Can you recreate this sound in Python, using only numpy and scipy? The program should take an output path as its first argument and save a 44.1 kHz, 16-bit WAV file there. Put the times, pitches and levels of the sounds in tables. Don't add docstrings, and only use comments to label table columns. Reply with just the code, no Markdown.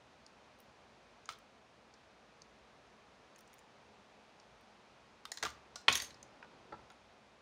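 import sys
import numpy as np
from scipy import signal
from scipy.fft import rfft, irfft
from scipy.io import wavfile

SR = 44100
rng = np.random.default_rng(int(sys.argv[2]) if len(sys.argv) > 2 else 0)


def field_ratio(decibels):
    return 10 ** (np.asarray(decibels, dtype=float) / 20)


def bounce(signal):
    frames = np.transpose(np.atleast_2d(signal))
    limited = np.clip(frames, -1, 1)
    pcm = np.round(limited * 32767).astype(np.int16)
    wavfile.write(sys.argv[1], SR, pcm)


N = 326844

# low_hz, high_hz, t60_s, trim_db
CONTACT_RANGES = [
    (3986, 7800, 0.017, 4),
    (796, 1860, 0.032, 3.5),
    (1800, 4000, 0.026, 2),
    (7800, 14400, 0.011, 5.5),
]
# start_s, level_db, time_to_silence_s
SHIVERS = [
    (1.293, -53, .08),
    (5.432, -39.5, .09),
    (5.888, -43, .21),
]


def rms_one(x):
    return x / np.sqrt(np.mean(x ** 2) + 1e-20)


def in_time(rows):
    return np.interp(np.arange(N) / SR, *np.transpose(rows))


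def at_hz(points, hz):
    table_hz, values = np.transpose(points)
    return np.interp(np.log(hz), np.log(table_hz), values)


def add(out, start_s, sound):
    i = round(start_s * SR)
    out[i:i + len(sound)] += sound[:N - i]


def mode(hz, db, t60, rise=0.0001, choked=9.0):
    t = np.arange(round(t60 * SR)) / SR
    fall_db = -60 * t / t60 - 4000 * np.maximum(t - choked, 0)
    return field_ratio(db + fall_db) * (1 - np.exp(-t / rise)) * np.sin(2 * np.pi * hz * t)


def coloured(points):
    hz = np.maximum(np.arange(N // 2 + 1) * SR / N, 1)
    spectrum = rfft(rng.standard_normal(N)) * field_ratio(at_hz(points, hz))
    return rms_one(irfft(spectrum, N))


def resonate(x, hz, width_hz):
    r = np.exp(-np.pi * width_hz / SR)
    zeros = np.array([1, 0, -1]) * (1 - r * r) / 2
    poles = [1, -2 * r * np.cos(2 * np.pi * hz / SR), r * r]
    return signal.lfilter(zeros, poles, x)


def contacts(rows, ranges, law, ring_db, ring_width_hz, rise_s):
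    out = np.zeros(N)
    t = np.arange(SR // 20) / SR
    chatter = rng.standard_normal((len(rows), len(t))) * (1 - np.exp(-t / rise_s))
    chatter[:, 8] += 3.0
    for (start_s, strength_db, *manner_db, ring_hz), white in zip(rows, chatter):
        levels_db = strength_db + np.array(law) @ [1, *manner_db]
        for level_db, (low_hz, high_hz, t60, trim_db) in zip(levels_db, ranges):
            band = signal.butter(4, [low_hz, high_hz], "band", fs=SR, output="sos")
            envelope = field_ratio(-60 * (t / t60) ** 1.17)
            burst = signal.sosfilt(band, white * envelope)
            if low_hz <= ring_hz < 1.03 * high_hz:
                burst += field_ratio(ring_db) * resonate(burst, ring_hz, ring_width_hz)
            add(out, start_s, field_ratio(level_db + trim_db) * burst / np.abs(burst).max())
    return out


def background():
    # time_s, level_db
    air_level = [(0.0, -62.2), (1.2, -61.8), (1.67, -63), (2.45, -62), (4.91, -61.5), (5.3, -62.5),
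                 (6.9, -61.8), (7.41, -63)]
    # frequency_hz, density_db
    air_colour = [(18, -41), (54, -5), (150, -10), (330, -8), (430, -4.5), (751, -4), (2500, -14.5),
                  (4200, -85)]
    hiss_colour = [(1500, -34.5), (2500, 0.5), (4000, -3), (6500, -9.5), (7700, -17), (9200, -19),
                   (11900, -30), (12500, -45)]
    rustle_colour = [(60, -8), (130, 0), (400, 2), (900, -1.5), (2000, -16), (5000, -20), (9000, -43),
                     (12000, -75)]
    # pitch_hz, width_hz, level_db
    fan_tones = [(58, 2.8, -88.5), (129, 13, -82.5), (216.2, 36, -75)]
    # time_s, level_db
    rustle_level = [(5.3, -82), (5.6, -75), (6.2, -65.5), (6.6, -64.5), (6.85, -65.5), (7.1, -89)]
    wash_db, wash_s, wash_from_db = 4.0, .15, -50
    t = np.arange(N) / SR
    swell_db = np.zeros(N)
    for start_s, level_db, _ in SHIVERS:
        if level_db > wash_from_db:
            swell_db += wash_db * (t > start_s) * np.exp(-np.abs(t - start_s) / wash_s)
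    noise = field_ratio(-2.37) * coloured(air_colour) + field_ratio(-10.0) * coloured(hiss_colour)
    out = field_ratio(in_time(air_level) + swell_db) * noise
    for hz, width_hz, level_db in fan_tones:
        out += field_ratio(level_db) * rms_one(resonate(rng.standard_normal(N), hz, width_hz))
    return out + field_ratio(in_time(rustle_level)) * coloured(rustle_colour)


def tip_ticks():
    # start_s, strength_db, spread_beyond_click_range_db, ring_hz
    touches = [(0.2639, -47, -28, 4630), (0.5874, -65, -10, 4100), (0.602, -62, -3, 5370),
               (1.2565, -44, -30, 6500), (1.3224, -49, -15, 5920), (1.3354, -62, -13, 4170),
               (1.387, -60, -9, 5450), (1.9393, -51.5, -29, 4800), (2.4186, -42.5, -33, 4820),
               (3.3598, -49.5, -21.5, 7360), (3.3834, -67, -3, 6540), (3.389, -54.5, -13, 5800),
               (3.407, -57, -9.5, 5740), (3.476, -54, -23, 7360), (3.5306, -57, -13, 6560),
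               (3.5389, -61, -3, 5590), (3.5833, -57, -16, 7050), (3.59, -54, -15, 7200),
               (4.3989, -51.5, -37, 4740), (4.6094, -70, -6, 5200), (5.814, -57, -17, 4510),
               (6.143, -51, -27, 4720), (6.2282, -41.5, -23, 7050), (6.92, -64, -24, 7090)]
    # low_hz, high_hz, t60_s, trim_db
    tip_ranges = [
        (4120, 7800, 0.014, 2),
        (1000, 3200, 0.023, 4),
        (8000, 10900, 0.013, 10.6),
        (11500, 15300, .016, 14),
    ]
    # offset_db, share_of_spread
    tip_law = [(0, 0), (-1.0, .75), (-1.0, 1), (-3.0, 1.6)]
    return contacts(touches, tip_ranges, tip_law, ring_db=13.0, ring_width_hz=1000, rise_s=.0003)


def clacks():
    # start_s, pitch_hz, level_db
    stiff_parts = [(.602, 14300, -47), (0.265, 8900, -53), (1.2898, 1290, -25.5), (1.291, 3100, -33),
                   (1.291, 2200, -35), (1.296, 3500, -38), (1.355, 3500, -51), (3.539, 2200, -52),
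                   (5.455, 3600, -33), (1.2905, 800, -58), (5.255, 3570, -35), (5.255, 3200, -39),
                   (5.254, 4800, -41), (5.253, 1310, -37), (5.318, 9000, -35), (5.319, 730, -40),
                   (5.32, 1920, -32), (5.445, 1600, -34), (5.446, 2600, -36), (5.4295, 3750, -30),
                   (5.4255, 1500, -37), (5.884, 3760, -25), (6.002, 4786, -38), (6.106, 4020, -50),
                   (5.954, 15700, -34), (5.9535, 3250, -23), (5.954, 5700, -18.5), (6.428, 2500, -42),
                   (6.725, 1940, -41.5), (6.902, 4600, -54)]
    longest_s, cycles = .012, 70
    out = np.zeros(N)
    for start_s, hz, level_db in stiff_parts:
        add(out, start_s, mode(hz, level_db, min(longest_s, cycles / hz), 0.00054))
    return out


def falling_parts():
    # start_s, strength_db, weight_db, hardness_db, ring_hz
    landings = [(1.2902, -38.5, -16, -17.5, 1330), (5.253, -43, -5.5, -7, 1220),
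                (5.3175, -31, -28, -14.5, 1920), (5.3394, -52, -12, -7, 1910),
                (5.3726, -39, -12, -13, 4200), (5.3834, -45, -14, -24, 1880), (5.401, -61, -2, -8, 1930),
                (5.4271, -29, -5.5, -14.5, 1480), (5.4341, -30, -8, -13, 1370),
                (5.4515, -32, -5, -17, 1190), (5.462, -45, 6, -5, 1170), (5.4914, -54, -18, -12, 1240),
                (5.5029, -46, -21, -15, 2270)]
    # offset_db, share_of_weight, share_of_hardness
    part_law = [(0, 0, 0), (0, 1, 0), (-1.5, .55, 0), (0, 0, 1)]
    return contacts(landings, CONTACT_RANGES, part_law, ring_db=6.0, ring_width_hz=130, rise_s=0.00012)


def rattle(per_s):
    # frequency_hz, density_db
    parts_colour = [(150, -22), (350, -8), (700, 1), (1500, -6.5), (3500, 2.5), (6500, -6), (10000, -26),
                    (16000, -36)]
    rise_s, fall_db, bend = .006, 31, 2.0
    touches = (rng.random(N) < per_s / SR) * rng.exponential(1, N)
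    gate = signal.lfilter([1], [1, -np.exp(-1 / (0.00069 * SR))], touches)
    shiver = np.zeros(N)
    for start_s, level_db, last_s in SHIVERS:
        t = np.maximum(np.arange(N) / SR - start_s + rise_s, 0)
        rise = np.minimum(t / rise_s, 1) ** 2
        shiver += rise * field_ratio(level_db - fall_db * (t / last_s) ** bend)
    return shiver * rms_one(gate * coloured(parts_colour))


def hollow_rings():
    # start_s, pitch_hz, level_db, t60_s
    hollow_bodies = [(1.298, 1310, -42, 0.036), (5.452, 1373, -32, .05), (5.455, 1230, -67, .07),
                     (5.428, 1950, -33, .03), (5.428, 560, -50.5, .07), (5.436, 710, -40.5, 0.067),
                     (5.453, 900, -47, 0.038), (5.883, 259, -51.5, 0.17), (5.762, 1440, -49, 0.086),
                     (5.884, 1090, -28.5, .08), (5.886, 1460, -31, 0.11), (5.883, 1880, -46, .05),
                     (5.884, 2250, -53, 0.06), (5.883, 2600, -37, 0.042), (5.885, 3020, -25, .05),
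                     (5.885, 3430, -33, .05), (6.725, 845, -42, 0.06), (6.723, 1346, -46, 0.098),
                     (6.728, 4530, -58, 0.043), (6.917, 9500, -60, .015), (5.758, 700, -48, .03),
                     (5.758, 1150, -46, .03), (6.427, 950, -50, .04), (5.373, 4100, -38, .02),
                     (5.929, 3950, -29, .025)]
    out = np.zeros(N)
    for start_s, hz, level_db, t60 in hollow_bodies:
        add(out, start_s, mode(hz, level_db, t60, 0.00042))
    return out


def desk():
    # start_s, level_db
    blows = [
        (5.432, -54),
        (5.884, -49),
        (5.95, -69),
        (6.081, -74),
        (2.417, -67),
        (6.722, -61),
    ]
    # pitch_hz, level_db, t60_s
    desk_modes = [(59.3, -12, 0.99), (73, -8, 0.72), (78, -9, 0.27), (117, -4, 0.4), (154, 4, 0.12),
                  (221.6, -1, 0.26), (334, 6.5, 0.12), (443, 10.5, 0.09), (560, 12.5, 0.055),
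                  (686, -5, 0.087)]
    out = np.zeros(N)
    spread_db = rng.normal(0, 3.5, (len(blows), len(desk_modes)))
    for (start_s, blow_db), own_db in zip(blows, spread_db):
        for (hz, level_db, t60), extra_db in zip(desk_modes, own_db):
            add(out, start_s, mode(hz, blow_db + level_db + extra_db, t60, 0.0021))
    return out


def dropped_tweezers():
    # start_s, strength_db, weight_db, hardness_db, ring_hz
    bounces = [(5.7574, -36, -14, -18, 1410), (5.8816, -32.5, 18, -12.5, 2420), (5.8864, -30, 3, -22, 2420),
               (5.9256, -24, -9, -16, 7000), (5.9321, -32, 0, -13, 3920), (5.9478, -47, 13, 2.5, 3330),
               (5.9535, -32, 3, 2, 6300), (5.9744, -31, -7, -9.5, 6290), (6.0001, -32.5, -3.5, -15, 4570),
               (6.0204, -36, -6, -2, 6300), (6.044, -42.5, -4, -19.5, 6500), (6.1055, -50, -3, -29, 4070)]
    # offset_db, share_of_weight, share_of_hardness
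    steel_law = [(0, 0, 0), (-14.0, .9, 0), (0, 1, 0), (0, 0, 1)]
    return contacts(bounces, CONTACT_RANGES, steel_law, ring_db=3.0, ring_width_hz=300, rise_s=0.00043)


def mat_slap():
    # start_s, pitch_hz, level_db, t60_s
    slap_modes = [(5.8832, 2600, -6.5, .006), (5.8832, 3200, -12, .008), (5.8872, 2400, -17, .008),
                  (5.8818, 1350, -15, .008), (5.8845, 800, -28, .025), (5.887, 1450, -18, .012),
                  (5.884, 4400, -22, .008)]
    out = np.zeros(N)
    for start_s, hz, level_db, t60 in slap_modes:
        add(out, start_s, mode(hz, level_db, t60, .0002))
    return out


def ringing_steel():
    # pitch_hz, level_db, t60_s
    arm_modes = [(6374, -38, .3), (6795, -49, .4), (10440, -56, .3), (11050, -48, .4), (12450, -47, .06),
                 (14480, -58, .12)]
    joint_modes = [(8770, -48, .2), (9755, -54, .05), (11760, -70, .3), (14480, -56, .08)]
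    # start_s, free_s, arms_db, arms_brightness_db_per_octave, joint_db
    flights = [
        (5.885, .033, -15, -8, 0),
        (5.926, .018, -24, 21, -10),
        (5.954, .028, 1, 0.5, -18),
        (6.01, .1, -10, -14, -40),
        (6.021, .06, -31, 23, -4),
    ]
    out = np.zeros(N)
    for start_s, free_s, arms_db, bright_db, joint_db in flights:
        for hz, level_db, t60 in arm_modes:
            tilt_db = bright_db * np.log2(hz / arm_modes[0][0])
            add(out, start_s, mode(hz, level_db + arms_db + tilt_db, t60, .001, free_s))
        for hz, level_db, t60 in joint_modes:
            add(out, start_s, mode(hz, level_db + joint_db, min(t60, 5 * free_s), .001, min(free_s, .035)))
    return out


def knocking_handles():
    # start_s, strength_db, weight_db, hardness_db, ring_hz
    knocks = [(6.4259, -66, 16, -22, 1500), (6.4444, -71, 18, -14, 895), (6.7241, -65, 19, -23, 830),
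              (6.7394, -75, 27, -14, 845), (6.7904, -76, 17, -7, 860), (6.9015, -55, -4, -17, 1360)]
    # offset_db, share_of_weight, share_of_hardness
    handle_law = [(0, 0, 0), (0, 1, 0), (1.5, .35, 0), (0, 0, 1)]
    return contacts(knocks, CONTACT_RANGES, handle_law, ring_db=13.0, ring_width_hz=150, rise_s=0.00017)


def room(x):
    # frequency_hz, t60_s
    room_t60 = [(100, 0.68), (500, 0.54), (2000, 0.28), (6000, 0.26), (14000, 0.19)]
    # frequency_hz, level_db
    room_level = [(100, -34), (500, -42), (2000, -36.5), (6000, -34), (14000, -33.5)]
    t = np.arange(SR // 2) / SR
    white = rng.standard_normal((2, len(t)))
    tail = np.zeros(len(t))
    edges_hz = 70 * 2 ** np.arange(0, 8.1, .5)
    for k, (low_hz, high_hz) in enumerate(zip(edges_hz, edges_hz[1:])):
        sos = signal.butter(2, [low_hz, high_hz], "band", fs=SR, output="sos")
        band = signal.sosfilt(sos, white[k % 2])
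        hz = np.sqrt(low_hz * high_hz)
        tail += band * field_ratio(at_hz(room_level, hz) - 60 * t / at_hz(room_t60, hz))
    build_up = 1 - np.exp(-(t / 0.0013) ** 2)
    return signal.fftconvolve(x, tail * build_up)[:N]


def microphone(x):
    # frequency_hz, level_db
    housing = [(20, -27), (70, 6), (6800, -2.5), (7700, -10), (8800, -1), (10500, -3.5), (12500, -9),
               (14500, 1.5)]
    size = 4096
    hz = np.maximum(np.arange(size // 2 + 1) * SR / size, 1)
    cepstrum = irfft(np.log(field_ratio(at_hz(housing, hz))))
    cepstrum[1:size // 2] *= 2
    cepstrum[size // 2 + 1:] = 0
    return signal.fftconvolve(x, irfft(np.exp(rfft(cepstrum))))[:N]


def scene():
    loose_and_stiff = clacks() + rattle(per_s=1500) + hollow_rings() + mat_slap()
    groups = [(tip_ticks(), .4), (falling_parts(), .75), (dropped_tweezers(), 1.05),
              (knocking_handles(), .9), (loose_and_stiff, .7)]
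    steel = ringing_steel()
    out = background() + desk() + steel + room(.4 * steel)
    for hits, wet in groups:
        hits = microphone(hits)
        out += hits + wet * room(hits)
    return out[None, :]


def top_cut(x):
    return signal.sosfilt(signal.butter(12, 16200, fs=SR, output="sos"), x)


def record(dry):
    rumble_cut = signal.butter(2, 36, "high", fs=SR, output="sos")
    return top_cut(signal.sosfilt(rumble_cut, dry))


dry = scene()
out = record(dry)
bounce(out)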